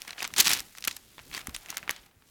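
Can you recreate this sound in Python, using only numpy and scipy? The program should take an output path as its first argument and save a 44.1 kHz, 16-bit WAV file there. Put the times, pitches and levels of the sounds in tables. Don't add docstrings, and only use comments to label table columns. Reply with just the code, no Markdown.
import sys
import numpy as np
from scipy import signal
from scipy.fft import rfft, irfft
from scipy.io import wavfile

SR = 44100
rng = np.random.default_rng(int(sys.argv[2]) if len(sys.argv) > 2 else 0)


def to_wav(s):
    ch = np.atleast_2d(s).T
    pcm = np.round(np.clip(ch, -1, 1) * 32767)
    wavfile.write(sys.argv[1], SR, pcm.astype(np.int16))


N = 101430
T = np.arange(N) / SR

# (time [s], rustle level [dB], treble tilt [dB], rumble level [dB])
SLIDING = [(0, -53, 2, -64), (.15, -53.5, -5, -65), (.3, -54, -1.5, -59.5), (.5, -49, 11, -53),
           (.64, -54.5, 2.5, -59), (.72, -60.5, 6, -65.5), (.9, -55, -2.5, -59.5), (1.02, -61, 0.5, -65.5),
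           (1.15, -62.5, 3, -66.5), (1.28, -57, 3, -58), (1.44, -53.5, 0, -61), (1.53, -56, 1, -56),
           (1.63, -53, 0.5, -61), (1.8, -54, -2, -59), (1.96, -56.5, -2.5, -67), (2.07, -63, -2.5, -67.5),
           (2.12, -71, -6, -66), (2.3, -65, 0.5, -66)]


def amp(db):
    return 10 ** (np.asarray(db) / 20)


def rms_one(x):
    return x / np.sqrt(np.mean(x ** 2) + 1e-20)


def band(x, low_hz, high_hz):
    sos = signal.butter(2, [low_hz, high_hz], "band", fs=SR, output="sos")
    return signal.sosfilt(sos, x + 1e-18)


def lowpass(x, order, cutoff_hz):
    return signal.sosfilt(signal.butter(order, cutoff_hz, fs=SR, output="sos"), x)


def coloured(x, spectrum):
    hz, db = np.transpose(spectrum)
    f = np.maximum(np.arange(N // 2 + 1) * SR / N, 1)
    gain = amp(np.interp(np.log(f), np.log(hz), db, left=-80))
    return rms_one(irfft(rfft(x) * gain, N))


def tilted(x, tilt_db):
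    split_hz = 3620
    body = lowpass(x, 2, split_hz)
    return amp(-tilt_db) * body + amp(tilt_db) * (x - body)


def drift(rate_hz):
    r = np.exp(-2 * np.pi * rate_hz / SR)
    noise = rng.standard_normal(N + SR)
    return rms_one(signal.lfilter([1], [1, -2 * r, r * r], noise)[SR:])


def ring(clicks, hz, cycles):
    r = amp(-60 * hz / (cycles * SR))
    w = 2 * np.pi * hz / SR
    return signal.lfilter([0, np.sin(w)], [1, -2 * r * np.cos(w), r * r], clicks + 1e-18)


def grains(per_s, spread_db):
    grain_cycles = 3.13
    sizes = amp(spread_db * np.minimum(rng.exponential(1, N), 4)) * rng.choice([-1, 1], N)
    born = rng.random(N) < per_s / SR
    pitch_index = rng.integers(0, 16, N)
    out = np.zeros(N)
    for k, hz in enumerate(np.geomspace(400, 17000, 16)):
        clicks = sizes * born * (pitch_index == k)
        out += np.sqrt(hz) * rms_one(ring(clicks, hz, grain_cycles))
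    return out


def snaps():
    # (time [s], mid-band level [dB], low band re mid [dB], high band re mid [dB], base decay [ms])
    creases = [(0.012, -38, -14, -11, 0.78), (0.0189, -23.5, -32, -0.5, 0.85), (0.05, -42, 3.0, -7, 1.6),
               (0.079, -30, -2.5, 1.5, 1.6), (0.092, -39.5, 1.5, -16, 3.6), (0.1067, -23.5, -18, -38, 0.82),
               (0.18, -39.5, 6.5, -12, 2.7), (0.2047, -23, -2, -13, 0.65), (0.2219, -33.5, 9, -8, 1.8),
               (0.2272, -28.5, 3, 9.5, 2.4), (0.242, -25.5, -6, -25, 6.2), (0.25, -22, -5.5, -17, 2.3),
               (0.2766, -29.5, -7, 12.5, 0.99), (0.3038, -44, 6.5, -18, 1.9), (0.338, -24, -14, -6, 2.7),
               (0.3631, -20.5, -10, -17, 0.8), (0.3814, -24.5, -1, 11, 5.5), (0.4025, -19, -7.5, 13, 7.3),
               (0.4449, -23, -10, -8, 1.2), (0.4556, -14, -18, -5, 1.8), (0.464, -8.5, -14, -10, 0.45),
               (0.466, -22, -1.5, -10, 1.7), (0.4699, -10, -26, -26, 4.7), (0.4801, -7, -9.5, 2, 0.39),
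               (0.4927, -15.5, -8.5, -3, 1.1), (0.495, -22, -7, 9, 2.5), (0.5004, -26, 2, 7, 1.6),
               (0.505, -16.5, -7.5, -8, 3.7), (0.514, -17, -5.5, 0.5, 3.9), (0.5245, -19, -20, -10, 2.5),
               (0.533, -13, -39, 2, 3.4), (0.541, -28, -15, 9, 0.8), (0.5499, -20.5, -8.5, 6, 0.52),
               (0.5652, -27.5, -8, 1, 2.9), (0.5736, -27, -17, 5, 1.5), (0.589, -31, -24, 6, 1.5),
               (0.5942, -24, -11, -8, 3.6), (0.6037, -27, -6.5, 5, 1.6), (0.7512, -32.5, -9, -12, 0.61),
               (0.7748, -40, 0.5, 5, 1.9), (0.7838, -28, -8, -1, 1.04), (0.8073, -46, -22, 18, 0.63),
               (0.8243, -28.5, -17, -3, 1.5), (0.8407, -21.5, -42, -20, 2.05), (0.8486, -28, -10, 2, 5.6),
               (0.8759, -20, -0.5, 15, 0.92), (0.8797, -14, -15, -10, 2.1), (0.911, -25, -12, -11, 1.4),
               (0.913, -31, -18, -8, 3.4), (0.9652, -32.5, -14.5, 4, 5.1), (1.182, -40.5, 6, -20, 0.64),
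               (1.1922, -40.5, 9.5, -17, 0.36), (1.1973, -39.5, 1, -20, 0.5), (1.314, -41, 4.5, -18, 1),
               (1.3248, -44, -2, 3, 2), (1.34, -30, -6.5, -6, 3.3), (1.348, -26.5, -5, 4, 0.7),
               (1.3678, -35, -2, -3, 3.2), (1.377, -33, -2, -1, 3.6), (1.391, -39.5, 2.5, 6, 4.3),
               (1.4708, -37.5, 6, 18, 1.9), (1.4931, -40, 0, 3.5, 3.7), (1.5463, -26.5, -15, -10, 6.5),
               (1.5638, -22.5, -12, 7, 0.59), (1.6604, -32, -5, -22, 1.05), (1.6866, -32.5, 0, -3, 0.49),
               (1.7028, -24.5, -21, 4, 2.4), (1.7269, -41.5, 16, -3.0, 0.43), (1.7432, -42, 3.5, -15, 3.3),
               (1.77, -20.5, -11.5, 3, 2.76), (1.7802, -28, 0, 7, 0.64), (1.829, -36.5, 11, -22, 0.39),
               (1.878, -35, 9, -20, 0.6), (1.8939, -17.5, 1, -4, 0.73), (1.9049, -23.5, -5, 0, 1.3),
               (1.909, -25.5, -10, 9.5, 1.6), (1.9624, -36, -10.5, -9, 3.3), (2.0606, -56, 0, 6.5, 7.5),
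               (2.1116, -59.5, 2.5, -7, 2.4), (2.2216, -59, 6.5, -19.5, 2.6)]
    # (low edge [Hz], high edge [Hz], decay factor [ratio], sheet shiver re burst [dB])
    bands = [(800, 2820, 1.0, -20), (1960, 6950, 0.61, -27), (5470, 15800, 0.44, -36)]
    rise_share, tick_strength = 0.18, 0.39
    shiver_decay_s, rolloff_hz = 0.014, 13870
    out = np.zeros(N)
    t = T[:SR // 10]
    for k, (low_hz, high_hz, decay_factor, shiver_db) in enumerate(bands):
        noise = rng.choice([-1., 1.], N)
        scale = 1 / np.std(band(noise, low_hz, high_hz))
        power = np.zeros(N + len(t))
        for s, db, low_db, high_db, decay_ms in creases:
            rise_s = rise_share * decay_ms / 1000
            burst = np.exp(-t / (decay_ms * decay_factor / 1000))
            shiver = amp(shiver_db) * np.exp(-t / shiver_decay_s)
            tick = 1 + tick_strength * np.exp(-t / rise_s / 2)
            shape = (1 - np.exp(-t / rise_s)) * (burst + shiver) * tick
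            i = int(s * SR)
            power[i:i + len(t)] += (amp(db + (low_db, 0, high_db)[k]) * shape) ** 2
        out += scale * band(noise * np.sqrt(power[:N]), low_hz, high_hz)
    return lowpass(out, 1, rolloff_hz)


def crumples():
    # (start [s], rise [s], hold [s], fall [s], level [dB], treble tilt [dB])
    bursts = [(0.074, 0.002, 0.018, 0.01, -43.5, -6), (0.128, 0.0028, 0.002, 0.0057, -40.5, -6.5),
              (0.171, 0.017, 0.028, .01, -40.5, -4), (0.216, 0.004, 0.014, 0.0068, -36.5, -6),
              (0.238, 0.0056, 0.0092, 0.021, -39, -6), (0.363, 0.0011, .015, .004, -28, -2.5),
              (.379, 0.0011, 0.016, 0.0074, -21.5, -2), (0.393, 0.0057, 0.012, .006, -18, 2.5),
              (0.413, 0.0038, 0.0093, 0.02, -28, -4), (0.442, 0.002, 0.04, .004, -33.5, 4.5),
              (0.459, 0.0031, 0.012, 0.011, -23, -2.5), (0.481, 0.018, 0.042, 0.02, -27, -2.5),
              (0.532, 0.004, 0.039, 0.035, -37, -6), (0.751, 0.022, 0.011, 0.0084, -56, 3),
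              (0.846, 0.0029, 0.0043, 0.0027, -36.5, 0.5), (0.873, 0.0022, 0.0048, 0.0044, -24, -3),
              (0.878, .003, 0.017, 0.081, -46.5, 1), (1.327, 0.0013, 0.012, .01, -40.5, -5),
              (1.344, 0.0034, 0.029, 0.021, -37.5, -3), (1.4, 0.004, 0.01, 0.0094, -41.5, -4),
              (1.541, 0.0046, 0.0022, 0.0049, -40, 0.5), (1.735, 0.0046, 0.013, 0.013, -50.5, -1),
              (1.688, 0.0045, 0.02, 0.015, -42.5, -4.5), (1.764, 0.0026, 0.0094, 0.032, -50.5, -11),
              (1.898, 0.0049, 0.038, 0.096, -49.5, -5)]
    # (frequency [Hz], relative level per Hz [dB])
    crack_colour = [(180, -12), (300, -10.5), (423, -19), (637, -20), (995, -13.5), (2600, -4.5),
                    (6440, -1.5), (16000, -15), (17100, -17), (18000, -39.5)]
    fall_loss_db = 14.5
    swell_db, swell_rate_hz = 1.2, 200
    tilt_wander_db, tilt_wander_hz = 1.8, 140
    cracks = coloured(grains(per_s=9000, spread_db=2.0), crack_colour)
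    cracks = rms_one(cracks * amp(swell_db * drift(swell_rate_hz)))
    power, weighted_tilt = np.full(N, 1e-20), np.zeros(N)
    for s, rise_s, hold_s, fall_s, db, tilt_db in bursts:
        rise = np.clip((T - s) / rise_s, 0, 1)
        falling_s = np.maximum(T - s - rise_s - hold_s, 0)
        burst_power = (rise * amp(db - fall_loss_db * falling_s / fall_s)) ** 2
        power += burst_power
        weighted_tilt += burst_power * tilt_db
    tilt = weighted_tilt / power + tilt_wander_db * drift(tilt_wander_hz)
    return np.sqrt(power) * tilted(cracks, tilt)


def pops():
    # (time [s], click level [dB], pitch [Hz])
    patches = [(0.1068, -25.5, 4210), (0.1143, -38, 2000), (0.1925, -30, 5200), (0.2048, -24, 2450),
               (0.2278, -22.5, 5400), (0.5325, -13.5, 5500), (1.1811, -35, 890), (1.1811, -36, 3680),
               (1.3483, -23, 4600), (1.3485, -30, 2200), (1.369, -30, 2040), (1.377, -25.5, 1950),
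               (1.8938, -23, 1080), (1.9049, -23, 1540)]
    cycles_at_3khz = 19.0
    out = np.zeros(N)
    for s, db, hz in patches:
        click = np.zeros(N)
        strikes = int(s * SR) + np.array([0, rng.integers(20, 60)])
        click[strikes] = amp(db) * rng.choice([-1, 1], 2)
        out += ring(click, hz, cycles_at_3khz * (hz / 3000) ** 0.77)
    return out


def paper_slide():
    # (frequency [Hz], relative level per Hz [dB])
    rustle_colour = [(180, -28), (300, -7), (350, -11.5), (797, 1.5), (868, -2.5), (1840, -1.5),
                     (14900, -6.5), (17100, -12.5), (18000, -36)]
    s, rustle_db, tilt_db, _ = np.transpose(SLIDING)
    fine = rms_one(grains(per_s=9000, spread_db=4.0))
    ticks = rms_one(grains(per_s=500, spread_db=2.8))
    rustle = coloured(fine + 0.24 * rng.standard_normal(N) + 0.08 * ticks, rustle_colour)
    level = amp(np.interp(T, s, rustle_db) + 0.24 * drift(40))
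    return level * tilted(rustle, np.interp(T, s, tilt_db) + 1.4 * drift(6.5))


def thuds():
    # (time [s], click level [dB], pitch [Hz])
    blows = [(0.221, -50, 70), (0.389, -36, 92), (0.466, -32, 228), (0.504, -32, 152), (0.599, -43, 70),
             (0.878, -41, 90), (1.06, -50, 70.5), (1.208, -42.5, 129), (1.293, -53, 69), (1.369, -41, 174),
             (1.483, -31, 77), (1.4839, -26, 247), (1.508, -40, 42), (1.543, -35.5, 34.7),
             (1.701, -40, 164), (1.831, -40, 194), (1.878, -37, 333), (1.18, -49, 402), (1.99, -45.5, 49.8),
             (2.165, -46, 90)]
    ring_cycles, cutoff_per_pitch = 4.9, 1.4
    out = np.zeros(N)
    for s, db, hz in blows:
        click = np.zeros(N)
        click[int(s * SR)] = amp(db)
        out += lowpass(ring(click, hz, ring_cycles), 1, cutoff_per_pitch * hz)
    return signal.sosfilt(signal.butter(2, 40, "high", fs=SR, output="sos"), out)


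def cushion_rumble():
    # (frequency [Hz], relative level per Hz [dB])
    rumble_colour = [(12, -30), (20, -1.5), (109, -4.5), (189, -7), (245, -6.5), (439, -11.5), (600, -18),
                     (780, -42), (1320, -120)]
    s, _, _, rumble_db = np.transpose(SLIDING)
    noise = coloured(rng.standard_normal(N), rumble_colour)
    return amp(np.interp(T, s, rumble_db) + 2.0 * drift(4.7)) * noise


def scene():
    return (snaps() + crumples() + pops() + paper_slide() + thuds() + cushion_rumble())[None]


def record(dry):
    hiss_db, ceiling = -70.5, 0.9
    shelf_hz, cut_hz = 17200, 19400
    x = dry + amp(hiss_db) * rng.standard_normal(dry.shape)
    x = ceiling * np.tanh(x / ceiling)
    x = signal.sosfilt(signal.ellip(4, .5, 22, shelf_hz, fs=SR, output="sos"), x)
    return signal.sosfilt(signal.ellip(10, .5, 50, cut_hz, fs=SR, output="sos"), x)


dry = scene()
out = record(dry)
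to_wav(out)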